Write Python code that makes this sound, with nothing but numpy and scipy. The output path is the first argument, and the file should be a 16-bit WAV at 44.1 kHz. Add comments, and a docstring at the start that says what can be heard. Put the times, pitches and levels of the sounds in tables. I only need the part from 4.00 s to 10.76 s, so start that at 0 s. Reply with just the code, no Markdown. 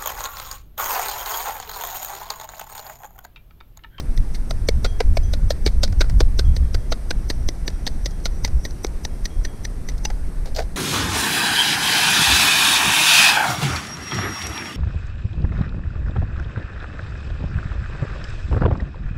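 """A small steel hatchet chips at lake ice, five or six blows a second: noise through resonances crunches
and knocks, swelling sines thud. Sines ring the blade until the next blow; chips drop back as small cracks.
At the end crusted snow breaks under a weight in gritty cracks. Faint narrow-band noise flickers near 5.7 kHz.
Gusty wind, two bands of noise, rumbles on one microphone over its steady noise hiss; the open lake adds no echo.
"""
import sys
import numpy as np
from scipy import signal
from scipy.io import wavfile
from scipy.ndimage import uniform_filter1d

SR = 44100
rng = np.random.default_rng(int(sys.argv[2]) if len(sys.argv) > 2 else 0)


def put_to_file(sound):
    """Save the sound as 16-bit audio at rate SR, in the file named by the first command-line argument."""
    columns = np.atleast_2d(sound).T  # one column per channel
    safe = np.clip(columns, -1, 1)
    whole_steps = np.round(safe * 32767)
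    wavfile.write(sys.argv[1], SR, whole_steps.astype(np.int16))


N = 298116

# Microphone hiss spectrum. Each row: frequency in Hz, relative level in dB per Hz.
HISS_SPECTRUM = [(71, 1), (120, 1.5), (1050, -23.5), (1940, -26.5), (3040, -36.5), (5970, -33), (7030, -40),
                 (8620, -31), (13500, -43), (15000, -52), (15900, -89)]
# Gusts at the microphone port. Each row: time in seconds, rumble level in dB, buffeting level in dB.
GUSTS = [(0.0, -23.5, -56), (0.22, -14.5, -26), (0.32, -20.5, -42), (0.81, -18, -19), (0.96, -16, -31),
         (1.09, -11, -18.5), (1.39, -19, -27.5), (1.77, -13.5, -20.5), (1.88, -13.5, -21.5),
         (1.98, -12, -28), (2.18, -10, -13), (2.26, -15, -28.5), (2.48, -10, -11), (2.56, -18.5, -20.5),
         (2.88, -20.5, -31), (4.39, -23, -37.5), (4.58, -11, -20.5), (4.61, -36, -38), (4.7, -24.5, -54),
         (5.35, -28, -43), (5.4, -12, -33), (5.5, -26.5, -39.5), (6.18, -22, -40.5), (6.76, -20.5, -39)]
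# Deep wind rumble spectrum. Each row: frequency in Hz, relative level in dB per Hz.
RUMBLE_SPECTRUM = [(4.7, -28), (8.0, 4.5), (32, 2.5), (70, -10.5), (91, -33), (150, -120)]
# Faster wind buffeting spectrum. Each row: frequency in Hz, relative level in dB per Hz.
BUFFET_SPECTRUM = [(30, -51), (55, 2), (70, -4.5), (100, -9.5), (140, -20.5), (250, -29.5), (500, -76)]
# Faint flickering narrow-band noise, under the blows too. Each row: time in seconds, level in dB.
FLICKER_LEVELS = [(3.2, -75), (3.38, -60), (3.46, -70), (3.9, -64), (4.09, -57), (4.18, -71), (4.37, -54),
                  (4.5, -77), (4.68, -50), (4.95, -82), (5.33, -61), (5.7, -91)]
# Crusted snow giving way in steps. Each row: start in seconds, level in dB, low part in dB re crack.
CRUST_STEPS = [(6.4551, -39.5, 2), (6.4708, -44.5, 6), (6.486, -49, 1.1), (6.546, -36, -1),
               (6.560, -26, -2.5), (6.5724, -38, 6), (6.5844, -29.5, 10), (6.5974, -34, 9),
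               (6.6174, -41, 7)]
# Ice chips dropping back; the first row is a late dull knock just after the blow at 1.66 s. Each row: start in
# seconds, level in dB, low part in dB re chip.
CHIP_FALLS = [(1.6704, -35.5, 7.5), (1.8776, -40.5, 2), (1.925, -40.5, 4), (2.0398, -51, 15),
              (2.0968, -37, 2), (3.699, -44.5, -2), (4.1086, -44, -14), (4.2014, -51, -6), (4.476, -36, -1),
              (4.706, -40.5, -6), (4.8668, -35.5, -10), (5.918, -50, 5), (5.98, -44, -18),
              (6.1018, -37.5, 8.5)]
# Blade left free to ring. Each row: start in seconds, then the starting level of each blade mode in dB.
BLADE_RINGS = [(0.858, -44, -62, -46), (1.028, -70, -52, -60), (1.232, -54, -52, -43.5),
               (1.718, -70, -70, -55), (2.449, -50, -56, -56), (2.63, -59, -70, -70),
               (2.797, -58, -70, -60), (3.32, -65, -62, -52), (3.72, -61, -70, -59), (3.91, -72, -65, -55),
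               (4.11, -58, -60, -60), (5.1, -61, -70, -66), (5.30, -53.5, -65, -62), (5.47, -53, -60, -54),
               (6.053, -62, -30, -46)]
# Modes of the steel blade. Each row: frequency in Hz, time to fall 60 dB in seconds.
BLADE_MODES = [(3268, .5), (5030, .075), (6042, .27)]
# Hatchet blows at the hole. Each row: start in seconds, crunch level in dB, knock in dB re crunch,
# knock frequency in Hz, thud in dB re crunch, thud frequency in Hz, crunch time to fall 60 dB in seconds.
HATCHET_BLOWS = [(0.0024, -34.5, -7, 1330, -14, 320, 0.0095), (0.176, -33.5, -4, 1940, -19, 463, 0.014),
                 (0.3485, -35, -6, 2050, -19, 315, 0.037), (0.5089, -25.5, -5, 1430, -0.5, 583, 0.013),
                 (0.6879, -16.5, -4.5, 2140, 1, 470, 0.014), (0.8467, -23.5, -0.5, 1430, 2.5, 466, 0.043),
                 (1.0042, -24, 2, 1490, 9, 437, 0.027), (1.1703, -26, -0.2, 2240, 5.5, 600, 0.026),
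                 (1.3352, -27.5, -6.5, 1430, -2.5, 564, 0.029), (1.5046, -21, -7.5, 1790, 2.5, 590, 0.039),
                 (1.6619, -16.5, -9.5, 2130, .1, 350, 0.055), (1.8332, -16.5, -9.5, 1470, -3.5, 586, 0.036),
                 (2.0075, -18.5, -2, 1530, -1, 343, 0.044), (2.2045, -20, -4, 1760, 3, 394, 0.029),
                 (2.391, -18, -9, 1560, -4.5, 467, .035), (2.5646, -29, -5.5, 1900, -4, 380, 0.023),
                 (2.7456, -27.5, -4.5, 1520, 0.5, 370, 0.019), (2.9193, -21.5, -3, 1410, -1.5, 660, 0.038),
                 (3.1083, -22, -0.5, 1590, -0.5, 390, 0.016), (3.3002, -22, -4.5, 1850, -2, 272, 0.029),
                 (3.4881, -22.5, -7.5, 2020, -3.5, 269, 0.011), (3.679, -22, -5, 1780, -5, 425, 0.02),
                 (3.8678, -20.5, -9.5, 1870, -9.5, 830, 0.038), (4.0592, -23.5, -6.5, 1940, -5, 284, 0.024),
                 (4.2553, -20.5, -7, 1350, -7.5, 566, 0.031), (4.4454, -19.5, -5.5, 1990, -8, 895, 0.044),
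                 (4.651, -27, -1.5, 1910, -3, 490, 0.027), (4.846, -23.5, -5.5, 2150, 3.5, 330, 0.01),
                 (5.0504, -24.5, -6, 1840, -9, 840, 0.011), (5.255, -24, -7, 1930, -10, 395, 0.02),
                 (5.449, -27, -2.5, 1880, -8, 360, 0.031), (5.651, -27.5, -2, 1900, -11.5, 346, 0.013),
                 (5.887, -32, 0, 2050, -6, 380, 0.036), (6.0511, -21.5, -5.5, 2750, -10, 870, 0.019)]

HISS_DB = -35.5
LUMPS_DB, LUMP_S = 3, 0.036  # eddies strike the port in short lumps: rms depth, smoothing span
FLICKER_HZ, WANDER_HZ, FLICKER_DB = 5740, 120, 2.5  # centre, then rms wander and rms flicker
HOLD = 1.29  # above 1 the cracking holds a moment, then stops quickly
HANDLE_S, HANDLE_DB, HANDLE_HZ, HANDLE_T60 = 6.053, -33, 855, 0.11
LAST_RING_S = 0.087  # after the last blow the hatchet is laid down
CRUNCH_HZ, UPPER_HZ = 3946, 5960  # lower and upper peak of the crunch
UPPER_DB, UPPER_DB_PER_S = -10, 4.86  # the upper peak gains as the hole deepens
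BRIGHT_HZ, BRIGHTEST_HZ = 8500, 12700  # two bright peaks of splintering ice
# Treble and narrow noise grow less than the crunch from blow to blow: level at the reference crunch, dB per dB.
REFERENCE_CRUNCH_DB = -21.5
TREBLE_DB, TREBLE_SLOPE = -41.5, 0.49
NARROW_DB, NARROW_SLOPE = -39, 0.6
NARROW_DB_PER_S = 0.57  # the narrow noise around each blow grows louder over time
EDGE_HZ = 15900  # upper band limit of the microphone chain


def amp(db):
    """Decibels to gain."""
    return 10 ** (np.asarray(db) / 20)


def evened(x):
    """Scales to rms 1."""
    return x / np.sqrt(np.mean(x ** 2) + 1e-20)


def peaked(x):
    """Scales the loudest 3 ms to rms 1."""
    return x / np.sqrt(np.max(uniform_filter1d(x ** 2, size=132)) + 1e-20)


def smoothed(x, span):
    """Two running means along the last axis, span in samples."""
    return uniform_filter1d(uniform_filter1d(x, size=span), size=span)


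def drift(seconds):
    """Slow random wandering of rms 1."""
    span = max(round(seconds * SR), 1)
    return evened(smoothed(rng.standard_normal(N), span))


def steadied(x, span):
    """Flattens the slow swells of a noise so that the gust curve sets its level."""
    return x / np.sqrt(smoothed(x ** 2, span) + 0.11)


def resonate(x, hz, width):
    """One causal resonance, width in Hz."""
    r = np.exp(-np.pi * width / SR)
    return signal.lfilter([1 - r, 0, r - 1], [1, -2 * r * np.cos(2 * np.pi * hz / SR), r * r], x)


def steep(x, hz, width):
    """A resonance passed twice: dark skirts."""
    return resonate(resonate(x, hz, width), hz, width)


def add(mix, s, sound):
    """Mixes a sound in from time s, trimming what falls outside."""
    at = round(s * SR)
    sound = sound[max(-at, 0):]
    part = mix[max(at, 0):][:len(sound)]
    part += sound[:len(part)]


def coloured(spectrum, size, patchy_db):
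    """Noise of a given spectrum with drifting louder and softer patches."""
    frames = 4 * N // size + 5
    hz = np.fft.rfftfreq(size, 1 / SR)
    real, imaginary, patches = rng.standard_normal((frames, len(hz), 3)).T
    patches = uniform_filter1d(patches, size=10, axis=0)
    patches = evened(uniform_filter1d(patches, size=10, axis=1))
    f, db = np.transpose(spectrum)
    shape = np.interp(np.log(hz + 1), np.log(f + 1), db)[:, None] + patchy_db * patches
    bins = (real + 1j * imaginary) * amp(shape)
    return evened(signal.istft(bins, nperseg=size, noverlap=3 * size // 4)[1][:N])


def hiss():
    """Steady self-noise of the microphone."""
    return amp(HISS_DB) * coloured(HISS_SPECTRUM, size=1024, patchy_db=1.08)


def wind():
    """Pressure eddies at the microphone port: deep rumble and faster buffeting."""
    s, rumble_db, buffet_db = np.transpose(GUSTS)
    t = np.arange(N) / SR
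    lumps = LUMPS_DB * drift(LUMP_S)
    rumble = steadied(coloured(RUMBLE_SPECTRUM, size=8192, patchy_db=0.5), span=2500)
    buffet = steadied(coloured(BUFFET_SPECTRUM, size=4096, patchy_db=2.5), span=2000)
    rumble *= amp(np.interp(t, s, rumble_db) + lumps)
    buffet *= amp(np.interp(t, s, buffet_db) + 1.06 * lumps)
    return rumble + buffet


def narrow_flicker():
    """A faint narrow band of flickering noise around a wandering centre, under the blows too."""
    s, db = np.transpose(FLICKER_LEVELS)
    t = np.arange(N) / SR
    band = smoothed(rng.standard_normal((2, N)), 90)
    phase = 2 * np.pi * np.cumsum(FLICKER_HZ + WANDER_HZ * drift(0.027)) / SR
    tone = evened(band[0] * np.cos(phase) + band[1] * np.sin(phase))
    level = np.interp(t, s, db, left=-np.inf, right=-np.inf)  # silent outside the table
    return tone * amp(level + FLICKER_DB * drift(0.037))


def fractures(t, t60, rise, lumpy_db, lead_db=-60, lead_s=0.0013):
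    """Ice breaks in a quick run of uneven cracks; a brief noise swell leads into them before t = 0."""
    noise, size = rng.standard_normal((2, len(t)))
    lumps = amp(lumpy_db * evened(uniform_filter1d(size, size=30)))
    after = np.maximum(t, 0)
    breaking = (1 - np.exp(-after / rise)) ** 2 * amp(-60 * (after / t60) ** HOLD)
    lead = amp(lead_db - 60 * after / t60) * np.exp(np.minimum(t, 0) / lead_s)
    return noise * lumps * (breaking + lead)


def crack(s, db, low_db, hz, t60, dull_hz, dull_width, mid_db, rise):
    """A small crack with a dull pat under it."""
    t = np.arange(round(0.07 * SR)) / SR
    cracks = fractures(t, t60, rise, 6.0)
    bright = steep(cracks, hz, 2240)
    bright += amp(-15) * steep(cracks, 5400, 3200)
    bright += amp(-16.5) * steep(cracks, BRIGHTEST_HZ, 3000)
    dull = steep(cracks, dull_hz, dull_width)
    dull += amp(-2) * steep(cracks, 510, 214)
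    dull += amp(mid_db) * steep(cracks, 1280, 1100)
    return s - 0.001, amp(db) * (peaked(bright) + amp(low_db) * peaked(dull))


def crust(*row):
    """Snow crust breaks, longer and grittier than a chip."""
    return crack(*row, hz=4320, t60=0.052, dull_hz=632, dull_width=200, mid_db=-14.5, rise=0.0014)


def chip(*row):
    """A chip of ice lands with a short crack and a dull pat."""
    return crack(*row, hz=4930, t60=0.03, dull_hz=675, dull_width=410, mid_db=-6, rise=0.00074)


def ring(s, *mode_db, modes=BLADE_MODES):
    """The steel's modes die away and stop when the edge bites again."""
    ends = [row[0] for row in HATCHET_BLOWS if row[0] > s + 0.02] + [s + LAST_RING_S]
    t = np.arange(round((ends[0] - s) * SR)) / SR
    tone = np.zeros(len(t))
    for db, (hz, t60) in zip(mode_db, modes):
        tone += amp(db - 60 * t / t60) * np.sin(2 * np.pi * hz * t)
    fade_in = np.minimum(t / 0.00086, 1)
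    fade_out = np.minimum((t[-1] - t) / 0.0037, 1)
    return s, tone * fade_in * fade_out


def handle():
    """The handle rings once, as a single decaying mode, on the last blow."""
    return ring(HANDLE_S, HANDLE_DB, modes=[(HANDLE_HZ, HANDLE_T60)])


def blow(s, db, knock_db, knock_hz, thud_db, thud_hz, t60):
    """Cracks ring the ice briefly at several pitches; the hole thuds a moment later."""
    t = np.arange(round(0.11 * SR)) / SR - 0.025
    cracks = fractures(t, t60, 0.00069, 4.5, lead_db=-6)
    # splinters patter on after the cracks
    spray = cracks + amp(-26.5) * fractures(t, 4.4 * t60, 0.0024, 4.0)
    crunch = steep(cracks, CRUNCH_HZ, 880)
    crunch += amp(7.5) * steep(spray, 4380, 1770)
    crunch += amp(UPPER_DB + UPPER_DB_PER_S * s) * steep(cracks, UPPER_HZ, 333)
    knock = steep(cracks, knock_hz, 300) + amp(-5.5) * steep(spray, 1920, 740)

    fizz = fractures(t, 1.36 * t60, 0.00092, 4.6, lead_db=-4, lead_s=0.0071)
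    treble = steep(fizz, BRIGHT_HZ, 800) + amp(-7) * steep(fizz, BRIGHTEST_HZ, 2200)

    swell = np.maximum(t - 0.0006, 0) / 0.0028
    swell = (swell * np.exp(1 - swell)) ** 2.83
    thud = peaked(np.sin(2 * np.pi * thud_hz * t) * swell)
    thud += amp(-3.0) * peaked(steep(cracks, 480, 370))
    # the ice sheet gives a little
    push = amp(-9.0) * peaked(np.sin(2 * np.pi * 200 * t) * swell)

    # narrow noise near 5.2 and 5.9 kHz swells and fades evenly around each blow
    swelling = rng.standard_normal(len(t)) * np.exp(-(t / 0.012) ** 2)
    narrow_noise = steep(swelling, 5880, 380) + amp(-6) * steep(swelling, 5170, 260)

    body = peaked(crunch) + amp(knock_db) * peaked(knock) + amp(thud_db) * thud + push
    harder_db = db - REFERENCE_CRUNCH_DB
    treble_db = TREBLE_DB + TREBLE_SLOPE * harder_db
    narrow_db = NARROW_DB + NARROW_SLOPE * harder_db + NARROW_DB_PER_S * s
    sound = amp(db) * body + amp(treble_db) * peaked(treble) + amp(narrow_db) * peaked(narrow_noise)
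    return s - 0.0255, sound


def scene():
    """Wind, hiss and narrow flicker lie behind the crust, chips, ringing steel and hatchet blows."""
    mix = wind() + hiss() + narrow_flicker()
    sources = ((CRUST_STEPS, crust), (CHIP_FALLS, chip), (BLADE_RINGS, ring), (HATCHET_BLOWS, blow))
    for table, source in sources:
        for row in table:
            add(mix, *source(*row))
    add(mix, *handle())
    return mix[None]


def record(dry):
    """The microphone chain: soft overload on the strongest peaks, then the band limit."""
    knee = 1.8
    overloaded = knee * np.tanh(dry / knee)
    band_limit = signal.firwin(511, EDGE_HZ, window=("kaiser", 9), fs=SR)
    return signal.oaconvolve(overloaded, band_limit[None], "same")


dry = scene()
out = record(dry)
put_to_file(out)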